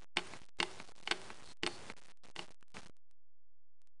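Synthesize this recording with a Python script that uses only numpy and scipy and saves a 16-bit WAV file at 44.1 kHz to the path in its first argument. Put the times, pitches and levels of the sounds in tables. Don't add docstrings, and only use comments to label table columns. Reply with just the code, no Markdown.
import sys
import numpy as np
from scipy import signal
from scipy.fft import rfft, irfft
from scipy.io import wavfile
from scipy.ndimage import uniform_filter1d

SR = 44100
rng = np.random.default_rng(int(sys.argv[2]) if len(sys.argv) > 2 else 0)


def transcribe(u):
    v = np.clip(np.atleast_2d(u).T, -1, 1)
    q = np.round(v * 32767).astype(np.int16)
    wavfile.write(sys.argv[1], SR, q)


N = 176400

# (pitch [Hz], width [Hz], level [dB])
POINTER_RESONANCES = [(795, 120, -0.5), (1134, 390, -4), (1506, 300, -3.5), (2120, 290, 0),
                      (2523, 680, -2.5), (2948, 300, 1.5), (3632, 150, -3), (4320, 100, -4.5),
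                      (4512, 100, -4), (5110, 690, -12), (6180, 700, -13.5), (6944, 2700, -19)]
# (pitch [Hz], level [dB], time to fade by 60 dB [s])
AXLE_TONES = [(192.45, 0.5, 0.072), (424.2, -1, 0.031), (900, -10, 0.0067)]
# (frequency [Hz], level [dB])
RUB_SPECTRUM = [(40, -4), (90, 3.5), (180, 2.5), (400, 0.5), (900, -0.5), (2200, -9), (4500, -13.5),
                (10000, -23.5)]
WIRE_HZ, WIRE_WIDTH_HZ = 8830, 330


def peg_strikes():
    # (time [s], rise [s], level [dB],
    # low pitch [Hz], high pitch [Hz], extra ping [dB], extra disc ring [dB], treble tilt [dB per octave])
    hits = [(0.1676, .0027, -18.5, 2303, 3480, 2.5, 1, 0.5),
            (0.1826, 0.0013, -28.5, 996, 3060, -10, -2.5, -2.5),
            (.1900, 0.0016, -32, 1484, 2360, -2.5, -3.5, 0), (0.5998, 0.0023, -20, 2195, 2785, -11, 4, 1),
            (0.6264, 0.0015, -22, 887, 3410, 6, 0.5, 0.5),
            (1.0727, .002, -26.5, 2290, 3000, -20.5, -2.5, -1.5),
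            (1.1091, 0.0028, -20, 1600, 3420, 4.5, 2.5, 1.5),
            (1.1183, 0.0023, -24.5, 2237, 3230, -20.5, -8, -2.5),
            (1.6317, 0.002, -22, 1877, 2750, -8.5, 3.5, 2), (1.6627, 0.0016, -21.5, 1260, 4210, -3, 1.5, 3),
            (1.6710, 0.0021, -27.5, 2480, 3560, 8, -5, -5), (2.3606, 0.0012, -34, 1880, 2910, -9, 1, 1),
            (2.3884, .0038, -29, 600, 2847, -22, 3, 0.5)]
    # (pitch [Hz], level [dB], time to fade by 60 dB [s])
    disc_tones = [(175, -29, 0.14), (248.5, -27.5, 0.097), (347.2, -18, 0.097), (378.4, -33.5, .55),
                  (427.4, -29, 0.16), (623, -40, 0.44), (812, -34.5, .25), (1048, -35, 0.11)]
    judder_width_hz, judder_db, ping_db = 200, 2, -17
    out = np.zeros(N)
    for s, rise_s, db, low_hz, high_hz, extra_ping_db, disc_db, tilt_db in hits:
        force = contact(rise_s, decay_s=0.002)
        judder = resonate(force, low_hz, judder_width_hz) + resonate(force, high_hz, judder_width_hz)
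        push = tilt(force + from_db(judder_db) * judder, tilt_db)
        clack = peak_one(body(push, POINTER_RESONANCES))
        ping = from_db(ping_db + extra_ping_db) * peak_one(resonate(force, WIRE_HZ, WIRE_WIDTH_HZ))
        add(out, s, from_db(db) * (clack + ping))
        add(out, s + rise_s / 2, from_db(db + disc_db) * ring(disc_tones))
    return out


def pointer_swings():
    # (time [s], level [dB])
    ticks = [(.2700, -45.5), (0.7122, -46), (1.2151, -42.5), (1.789, -51)]
    # (time [s], level [dB], treble tilt [dB per octave])
    taps = [(0.335, -36, 0.5), (0.7997, -35.5, 2), (1.3021, -34, 1), (1.899, -33, 2), (2.7673, -35.5, 3)]
    # (pitch [Hz], width [Hz], level [dB])
    soft_resonances = [(233, 56, 0.5), (905, 250, -1), (1340, 340, -3.5), (1747, 250, -4.5),
                       (2098, 330, -3), (2638, 400, -6), (4050, 400, -13)]
    pointer_and_wire = POINTER_RESONANCES + [(WIRE_HZ, WIRE_WIDTH_HZ, 0)]
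    rise_s, nudge_db = 0.0008, -16
    out = np.zeros(N)
    for s, db in ticks:
        force = contact(rise_s, decay_s=0.00092)
        add(out, s, from_db(db) * peak_one(body(force, pointer_and_wire)))
    for s, db, tilt_db in taps:
        force = tilt(contact(rise_s, decay_s=0.001), tilt_db)
        add(out, s, from_db(db) * peak_one(body(force, soft_resonances)))
        add(out, s, from_db(db + nudge_db) * ring(AXLE_TONES))
    return out


def friction():
    # (time [s], length [s], level [dB], hiss compared with the rub [dB])
    rubs = [(.0, 0.048, -68, -14.5), (.163, 0.012, -55.5, -23), (0.196, 0.18, -58, -13.5),
            (0.354, .14, -69.5, -7), (.587, 0.035, -55.5, -22), (.65, .18, -60.5, -9.5),
            (0.839, 0.085, -66.5, -7.5), (0.953, .11, -68.5, -3.5), (1.062, 0.031, -69, 2),
            (1.144, .19, -58.5, -14.5), (1.34, .20, -64, -20), (1.627, 0.0064, -57.5, -16),
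            (1.656, 0.27, -57, -18.5), (1.964, .16, -67.5, -7.5), (2.229, 0.088, -66, -14),
            (2.354, 0.0042, -64.5, -10), (2.379, 0.053, -56.5, -5.5), (2.428, 0.12, -73, -10.5),
            (2.743, 0.056, -54, -18.5), (2.80, 0.093, -68.5, -5.5)]
    # (time [s], length [s], pitch [Hz], level [dB])
    squeaks = [(1.456, 0.073, 4180, -64.5), (1.668, 0.097, 4400, -58)]
    rub = noise(RUB_SPECTRUM, N)
    hiss = rms_one(resonate(rng.standard_normal(N), hz=4052, width_hz=1700))
    out = np.zeros(N)
    for s, length_s, db, hiss_db in rubs:
        out += from_db(db) * spell(s, length_s) * (rub + from_db(hiss_db) * hiss)
    for s, length_s, hz, db in squeaks:
        squeak = rms_one(resonate(rng.standard_normal(N), hz, width_hz=250))
        out += from_db(db) * spell(s, length_s) * squeak
    return out


def axle():
    # (time [s], level [dB])
    knocks = [(.414, -57.5), (0.89, -56.5), (1.024, -65), (1.982, -57), (2.05, -64), (2.075, -61.5),
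              (2.503, -54), (2.624, -58), (2.829, -58), (2.857, -63.5), (2.894, -53)]
    rumble_db, stop_s = -78.5, 3.1
    out = from_db(rumble_db) * noise(RUB_SPECTRUM, N) * (seconds(N) < stop_s)
    for s, db in knocks:
        add(out, s, from_db(db) * ring(AXLE_TONES))
    return out


def stray_ticks():
    tick_times = [.571, 1.571, 2.173, 2.610, 2.682, 2.704, 2.719, 2.968, 3.112, 3.818, 3.873]
    out = np.zeros(N)
    for s in tick_times:
        add(out, s, -from_db(-44) * np.ones(1))
    return out


def room(x):
    # (delay [s], level [dB])
    echoes = [(.0046, -12.5), (.0092, -18)]
    # (frequency [Hz], level [dB])
    tail_spectrum = [(40, -7), (100, 5), (200, -2), (500, -3.5), (1500, -2.5), (4000, -7), (10000, -7)]
    fade_s, tail_db = 0.36, -19
    t = seconds(SR)
    after_first_echo = t > echoes[0][0]
    tail = noise(tail_spectrum, len(t)) * np.exp(-np.log(1000) * t / fade_s) * after_first_echo
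    response = from_db(tail_db) * tail / np.sqrt(np.sum(tail ** 2))
    response[0] = 1
    for delay_s, db in echoes:
        response[int(delay_s * SR)] += from_db(db)
    return signal.fftconvolve(x, response)[:N]


def contact(rise_s, decay_s):
    t = seconds(2048)
    envelope = np.minimum(t / rise_s, 1) ** 0.94 * np.exp(-np.maximum(t - rise_s, 0) / decay_s)
    spectrum = rfft(envelope * rng.standard_normal(len(t)))
    even_spectrum = spectrum / (abs(spectrum) + 1e-12)
    return irfft(even_spectrum) * np.sqrt(envelope)


def body(x, resonances, least_width_hz=160):
    return sum((-1) ** k * from_db(db) * resonate(x, hz, max(width_hz, least_width_hz))
               for k, (hz, width_hz, db) in enumerate(resonances))


def ring(tones, scatter_db=3.5):
    t = seconds(SR)
    out = np.zeros(len(t))
    for k, (hz, db, fade_s) in enumerate(tones):
        level_db = db + scatter_db * rng.standard_normal() - 60 * t / fade_s
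        out += (-1) ** k * from_db(level_db) * np.sin(2 * np.pi * hz * t)
    return out


def resonate(x, hz, width_hz):
    r = np.exp(-np.pi * width_hz / SR)
    feedback = [1, -2 * r * np.cos(2 * np.pi * hz / SR), r * r]
    return signal.lfilter([(1 - r * r) / 2, 0, (r * r - 1) / 2], feedback, x + 1e-18)


def tilt(x, db_per_octave):
    hz = np.fft.rfftfreq(len(x), 1 / SR)
    octaves = np.log2(np.maximum(hz, 500) / 2000)
    return irfft(rfft(x) * from_db(db_per_octave * octaves))


def noise(spectrum, size):
    hz, db = np.transpose(spectrum)
    log_hz = np.log(np.fft.rfftfreq(size, 1 / SR) + 1)
    gain = from_db(np.interp(log_hz, np.log(hz), db))
    return rms_one(irfft(rfft(rng.standard_normal(size)) * gain, size))


def spell(s, length_s, fade_s=0.005):
    t = seconds(N)
    return np.clip(np.minimum(t - s, s + length_s - t) / fade_s + .5, 0, 1)


def peak_one(x):
    return x / np.sqrt(2 * uniform_filter1d(x ** 2, size=44).max())


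def rms_one(x):
    return x / np.sqrt(np.mean(x ** 2) + 1e-20)


def from_db(db):
    return 10 ** (np.asarray(db) / 20)


def seconds(size):
    return np.arange(size) / SR


def add(out, s, sound):
    start = int(s * SR)
    out[start:start + len(sound)] += sound[:len(out) - start]


def scene():
    return (room(peg_strikes() + pointer_swings()) + axle() + friction())[None]


def record(dry):
    # (frequency [Hz], level [dB])
    floor_spectrum = [(20, -7.5), (37, -6), (90, -9.5), (200, -32), (600, -39.5), (2000, -57.5),
                      (10000, -72.5)]
    step, offset = 0.0048, 0.00524
    rest_margin = 0.19
    soften_treble = signal.butter(1, 9000, fs=SR, output="sos")
    cut_treble = signal.ellip(10, .1, 80, 10150, fs=SR, output="sos")
    half_rate = signal.resample_poly(dry[0], 1, 2)
    stepped = step * np.floor(half_rate / step + rest_margin)
    x = signal.resample_poly(stepped, 2, 1)[:N] + stray_ticks()
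    x = signal.sosfilt(soften_treble, x) + from_db(-86.5) * noise(floor_spectrum, N)
    return (signal.sosfilt(cut_treble, x) + offset)[None]


dry = scene()
out = record(dry)
transcribe(out)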